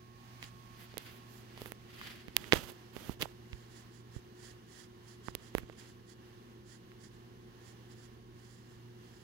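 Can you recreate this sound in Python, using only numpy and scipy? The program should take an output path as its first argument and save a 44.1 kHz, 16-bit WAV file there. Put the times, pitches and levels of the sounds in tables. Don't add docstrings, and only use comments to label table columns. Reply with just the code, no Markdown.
import sys
import numpy as np
from scipy import signal
from scipy.fft import rfft, irfft
from scipy.io import wavfile
from scipy.ndimage import uniform_filter1d

SR = 44100
rng = np.random.default_rng(int(sys.argv[2]) if len(sys.argv) > 2 else 0)


def wrap_up_sound(samples):
    columns = np.atleast_2d(samples).T
    tamed = np.clip(columns, -1, 1)
    steps = np.round(tamed * 32767).astype(np.int16)
    wavfile.write(sys.argv[1], SR, steps)


N = 407032
TIME = np.arange(N) / SR
FREQ = np.maximum(np.fft.rfftfreq(N, 1 / SR), 1)

# (start [s], end [s], pressure [dB])
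STROKES = [(0.398, 0.504, 0.5), (1.262, 1.438, -7), (3.457, 3.696, -9.5), (3.682, 3.844, -2),
           (3.898, 4.028, -5), (4.107, 4.204, -2), (4.342, 4.547, 1), (4.662, 4.874, 2.5),
           (5.031, 5.172, -2), (5.224, 5.322, 0), (5.398, 5.51, -3), (5.76, 5.835, 0.5), (5.804, 5.934, -2),
           (6.059, 6.15, -1.5), (6.637, 6.793, -2.5), (6.985, 7.094, -2.5), (7.108, 7.183, -11),
           (7.598, 7.749, -2.5), (7.883, 7.946, -4.5), (7.932, 8.094, -6.5), (8.33, 8.648, -6.5),
           (8.614, 8.793, -10.5), (8.948, 9.3, -10.5)]
# (frequency [Hz], left [dB], right [dB])
WAX_TONE = [(1160, -108, -101), (1850, -102, -87.5), (2500, -107, -108), (3320, -104, -91),
            (3630, -108, -99), (4900, -106, -91.5), (5930, -120, -96), (7300, -120, -91.5),
            (8130, -118, -102.5), (9150, -118, -98.5), (10500, -121, -100.5), (12400, -119, -116),
            (14400, -116, -116), (15500, -113, -108)]
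# (fastest moment [s], rise [s], fall [s], relative level [dB])
PAGE_SLIDES = [(.433, 0.011, 0.031, -2.5), (.815, 0.038, .06, -9), (1.03, 0.071, 0.096, -5),
               (1.615, 0.065, 0.024, -7.5), (2.08, 0.082, 0.063, 1), (2.45, 0.16, .035, -10.5),
               (5.81, 0.02, 0.058, -10)]
# (frequency [Hz], left [dB], right [dB])
PAGE_TONE = [(300, -99, -86), (700, -89.5, -100), (1420, -87, -90.5), (2030, -87.5, -80.5),
             (2900, -85.5, -86), (4960, -91, -91), (5900, -105, -96), (9000, -108, -102),
             (12000, -109, -100), (15500, -104, -105)]
# (time [s], thud [dB], thud pitch [Hz], click [dB], click pitch [Hz],
# sharp tick [dB], gain of the case's ring at the left microphone [dB])
FINGER_TAPS = [(0.4274, -32.5, 812, -24.5, 2250, -37, 1), (0.4411, -36, 143, -30.5, 3660, -40, 0),
               (0.941, -31, 469, -40, 3370, -55, -9), (0.9717, -21, 450, -28, 1870, -50, -20),
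               (0.9807, -28, 350, -22.5, 3270, -14.5, -14), (1.5766, -32, 860, -34, 2700, -45, 4),
               (1.6182, -23, 437, -31, 3400, -34, 3), (1.659, -30, 494, -28.5, 1640, -34, 0.5),
               (1.7205, -25, 508, -26.5, 1800, -24.5, -8), (2.014, -52, 520, -28.5, 1600, -45, 6.5),
               (2.283, -26, 209, -32, 1940, -41.5, -9), (2.3657, -18, 790, -14, 4520, -20, 4),
               (2.3667, -30, 690, -4, 2730, -2, -7), (2.4426, -50, 400, -28.5, 1990, -48, -4),
               (2.5238, -8.5, 670, 0.5, 2060, -39, -7), (2.533, -1, 396, -6.5, 3030, -26, 0),
               (2.5392, -14, 506, -13.5, 1700, -12.5, -27), (2.558, -24, 487, -25, 2440, -39, 1),
               (2.7194, -35, 400, -48, 3000, -34, -10), (2.966, -21, 387, -28.5, 2070, -44, -14),
               (3.0948, -13.5, 224, -31, 560, -33, -4), (3.2137, -42, 400, -22, 3500, -30, 8),
               (3.2225, -44, 400, -12, 2750, -15, -4), (3.2271, -19, 370, -15.5, 2370, -20, 1),
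               (3.256, -54, 655, -28, 710, -50, -7), (3.531, -24, 61.3, -29, 2380, -62, 3),
               (4.1636, -21.5, 107, -43, 785, -58, -9), (5.2842, -21.5, 229, -22, 1150, -46, -15),
               (5.3515, -20.5, 403, -19.5, 2800, -15.5, -12), (5.5506, -6.5, 390, -18, 1720, -23, -9),
               (5.5827, -19.5, 290, -19.5, 1610, -21, -16), (5.633, -28, 130, -44, 1690, -58, 1),
               (5.698, -26.5, 493, -35.5, 1280, -51, -4), (6.918, -55.5, 705, -41.5, 1640, -60, 0)]
# (pitch [Hz], sharpness [Q], gain [dB])
CASE_NOTES = [(458, 2.7, -4.5), (1160, 3, -5), (2340, 6, -7), (3150, 10.3, -8.5), (4820, 9.2, -8),
              (15000, 1.9, -0.5)]
# (start [s], length [s], relative drag [dB], relative hiss [dB])
FINGER_RUBS = [(.45, 0.28, -16.5, -16), (0.767, 0.077, -13, 0.5), (.96, .215, -13, -4.5),
               (1.267, 0.14, -25, -5), (1.57, 0.13, -6, 4), (1.88, 0.28, -12, -5.5),
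               (2.336, 0.16, -3.5, -3), (2.511, 0.063, 13.5, 13), (2.572, 0.13, 0.5, 5),
               (2.916, 0.21, -2, 2), (3.192, 0.033, 9.5, 10), (3.253, 0.065, -14, -13),
               (5.218, 0.57, -15.5, -22), (5.535, 0.048, -5, 0), (5.656, .08, -15, -30)]
# (frequency [Hz], left [dB], right [dB])
SKIN_TONE = [(40, -88, -75), (100, -84, -67.5), (206, -79, -75.5), (450, -85.5, -75.5), (890, -89, -79.5),
             (1600, -101, -82), (3300, -93, -81), (4620, -98, -87), (6650, -107, -89), (9030, -112, -96),
             (14000, -125, -108)]
# (frequency [Hz], left [dB], right [dB])
TOUCH_TONE = [(5000, -135, -125), (9070, -118, -101), (12600, -111, -93.5), (15200, -104, -99.5)]
# (pitch [Hz], left [dB], right [dB], pitch wander [Hz])
HUM_NOTES = [(118.5, -60, -58.5, 0.53), (191, -82, -82, 0.7), (226.7, -70.5, -69, 2.32),
             (239.2, -69, -70, 0.83), (359, -64, -64.5, 0.37)]
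# (time [s], level [dB])
WHINE_LEVEL = [(0, -61.5), (.7, -62.5), (1.5, -66), (2.5, -71), (9.2, -74)]
# (frequency [Hz], left [dB], right [dB])
DRONE_TONE = [(24.9, -100, -79), (38.8, -102, -96), (45.7, -88, -73), (53.7, -86.5, -86), (101, -91.5, -80),
              (152, -90, -84.5), (215, -81.5, -83.5), (281, -90.5, -90), (293, -92, -88.5),
              (345, -83.5, -83), (467, -91.5, -93.5), (540, -95.5, -99.5), (610, -108, -108),
              (1200, -135, -135)]
# (time [s], gain [dB])
UPPER_DRONE_GAIN = [(0, -3.5), (.7, -6.5), (1.3, 0.5), (5.5, 1), (7.5, 1.5), (9.2, 0)]
# (frequency [Hz], high left [dB], high right [dB], low left [dB], low right [dB])
AIR_TONE = [(644, -101, -96.5, -105, -102), (710, -95, -90.5, -99, -101), (1010, -106, -95, -108, -94),
            (1430, -102, -100, -97.5, -103), (1760, -103, -93, -98.5, -97.5),
            (2050, -99.5, -99, -106, -102), (2470, -103, -99, -111, -112), (2850, -102, -99, -99, -100),
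            (3670, -110, -101, -110, -103), (4300, -112, -100, -114, -105), (6300, -118, -104, -119, -108),
            (7800, -119, -111, -120, -117), (12000, -116, -112, -117, -118),
            (15600, -112, -114, -118, -120)]
# (time [s], share [0-1])
PHONE_LOWERED = [(0, 0), (.8, 0), (1.5, 0.33), (3.5, 0.56), (5.4, 0.78), (5.9, 0.7)]


def crayon(late_peak=1.16, roundness=0.9, chatter_db=1.5):
    strength = np.zeros(N)
    for start, end, pressure_db in STROKES:
        progress = np.clip((TIME - start) / (end - start), 0, 1)
        speed = np.abs(np.sin(np.pi * progress ** late_peak)) ** roundness
        strength += undb(pressure_db) * speed
    scratch = colour(friction(slips_per_s=7300, spread_db=1.5), WAX_TONE)
    return scratch * strength * undb(chatter_db * wobble(70))


def page(level_db=-1, catch_db=2):
    power = 0
    for fastest, rise, fall, db in PAGE_SLIDES:
        from_peak = np.maximum((fastest - TIME) / rise, (TIME - fastest) / fall)
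        power += (undb(db) / np.cosh(np.minimum(from_peak, 20))) ** 2
    rustle = colour(friction(slips_per_s=1500, spread_db=2), PAGE_TONE)
    return rustle * np.sqrt(power) * undb(level_db + catch_db * wobble(59.4))


def finger_taps(tap_q=1.034, case_lag_s=0.00019, echo_s=0.21, size=16384):
    t = np.arange(size) / SR
    freq = np.maximum(np.fft.rfftfreq(size, 1 / SR), 1)

    def ring(hz, q):
        return np.exp(-np.pi * hz * t / q) * np.sin(2 * np.pi * hz * t)

    def snap(hz, q):
        wave = irfft(resonance(freq, hz, q) ** 3)
        return wave / abs(wave).max()

    case = sum(undb(db) * resonance(freq, hz, q) for hz, q, db in CASE_NOTES)
    case *= np.exp(-2j * np.pi * freq * case_lag_s)
    tick = snap(hz=13500, q=0.58)
    sway = undb(-29) * ring(hz=62, q=3.8)
    out = np.zeros((2, N + size))
    for when, thud_db, thud_hz, click_db, click_hz, tick_db, left_db in FINGER_TAPS:
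        thud = undb(thud_db) * (ring(thud_hz, tap_q) + sway)
        click = undb(click_db) * snap(click_hz, tap_q / 1.19)
        tap = thud + click + undb(tick_db) * tick
        case_ring = irfft(rfft(tap) * case)
        mics = np.array([undb(left_db) * case_ring, tap + undb(-8) * case_ring]) * (t < t[-1] / 2)
        walls = undb(-52) * rng.standard_normal((2, size)) * np.exp(-np.log(1000) * t / echo_s)
        echo = signal.fftconvolve(walls, mics[:1], axes=1)[:, :size]
        start = int(when * SR)
        out[:, start:start + size] += mics + echo
    return out[:, :N]


def finger_rubs(grab_s=0.019, swell_share=0.18, catch_db=1.5):
    creep = hold(start=0.61, length=2.29, rise_s=0.13, fall_s=0.13)
    power = (undb([[-19.5], [-24]]) * creep) ** 2
    for start, length, drag_db, hiss_db in FINGER_RUBS:
        rub = hold(start, length, rise_s=grab_s + swell_share * length, fall_s=0.019)
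        power += (undb([[drag_db], [hiss_db]]) * rub) ** 2
    pressed, brushed = np.sqrt(power)
    drag = colour(friction(slips_per_s=2200, spread_db=1.5), SKIN_TONE) * pressed * undb(-4)
    hiss = colour(friction(slips_per_s=2640, spread_db=4), TOUCH_TONE) * brushed * undb(-2)
    return (drag + hiss) * undb(catch_db * wobble(110))


def hand_echo(sound, delay_s=0.000639, strength=0.17, dull_hz=9000):
    bounce = strength * np.exp(-2j * np.pi * FREQ * delay_s) / np.hypot(1, FREQ / dull_hz)
    return irfft(rfft(sound) * (1 + bounce), N) / np.hypot(1, strength)


def motor(waver_db=1.5, whine_hz=1092, whine_left_db=-11):
    def note(hz, wander_hz):
        phase = 2 * np.pi * np.cumsum(hz + wander_hz * wobble(6)) / SR
        return np.sqrt(2) * np.sin(phase) * undb(waver_db * wobble(5.5))

    hum = sum(undb([[left], [right]]) * note(hz, wander) for hz, left, right, wander in HUM_NOTES)
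    whine = undb(curve(WHINE_LEVEL)) * note(whine_hz, wander_hz=1.2)
    return hum + undb([[whine_left_db], [0]]) * whine


def room_drone(upper_band_hz=(290, 580)):
    drone = colour(fan_noise(wall_share=0.081), DRONE_TONE) + from_right(motor())
    upper = signal.sosfiltfilt(signal.butter(3, upper_band_hz, "band", fs=SR, output="sos"), drone)
    return drone + upper * (undb(curve(UPPER_DRONE_GAIN)) - 1)


def fan_air(low_cut_hz=520, flutter_db=1.5):
    noise = np.vstack([fan_noise(wall_share=0.77), fan_noise(wall_share=0.84)])
    rush = signal.sosfilt(signal.butter(4, low_cut_hz, "high", fs=SR, output="sos"), noise)
    held_high, held_low = colour(rush, AIR_TONE).reshape(2, 2, N)
    lowered = curve(PHONE_LOWERED)
    air = np.sqrt(1 - lowered) * held_high + np.sqrt(lowered) * held_low
    return air * undb(flutter_db * wobble(7.5))


def fan_noise(wall_share):
    direct = rng.standard_normal(N)
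    bounced = rng.standard_normal((2, N))
    return np.sqrt(1 - wall_share) * from_right([direct, direct]) + np.sqrt(wall_share) * bounced


def from_right(pair, lag_samples=20):
    return np.array([np.roll(pair[0], lag_samples), pair[1]])


def friction(slips_per_s, spread_db, hiss_share=0.8):
    sizes = undb(spread_db * np.minimum(rng.exponential(size=N), 4))
    slips = (rng.random(N) < slips_per_s / SR) * rng.choice([-1, 1], N) * sizes
    hiss = rng.standard_normal((2, N))
    return np.sqrt(1 - hiss_share) * slips / slips.std() + np.sqrt(hiss_share) * hiss


def colour(noise, table):
    hz, *columns = np.transpose(table)
    gains = undb([np.interp(np.log(FREQ), np.log(hz), db) for db in columns])
    return irfft(rfft(noise) * gains, N) * np.sqrt(SR / 2)


def resonance(freq, hz, q):
    return 1 / (1 + 1j * q * (freq / hz - hz / freq))


def wobble(rate):
    span = int(SR / rate)
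    steps = np.repeat(rng.standard_normal(N // span + 2), span)
    offset = rng.integers(span)
    return uniform_filter1d(steps[offset:offset + N], span) * np.sqrt(3 / 2)


def hold(start, length, rise_s, fall_s):
    since = TIME - start
    return np.clip(since / rise_s, 0, 1) * np.exp(-np.clip((since - length) / fall_s, 0, 20))


def curve(table):
    return np.interp(TIME, *np.transpose(table))


def undb(db):
    return 10 ** (np.asarray(db) / 20)


def scene():
    return crayon() + hand_echo(page() + finger_rubs()) + finger_taps() + room_drone() + fan_air()


def record(dry):
    bass_hz, treble_hz = 42, 15900
    trimmed = signal.sosfilt(signal.butter(3, bass_hz, "high", fs=SR, output="sos"), dry)
    treble_cut = 1 / (1 + (FREQ / treble_hz) ** 120)
    return irfft(rfft(trimmed) * treble_cut, N)


dry = scene()
out = record(dry)
wrap_up_sound(out)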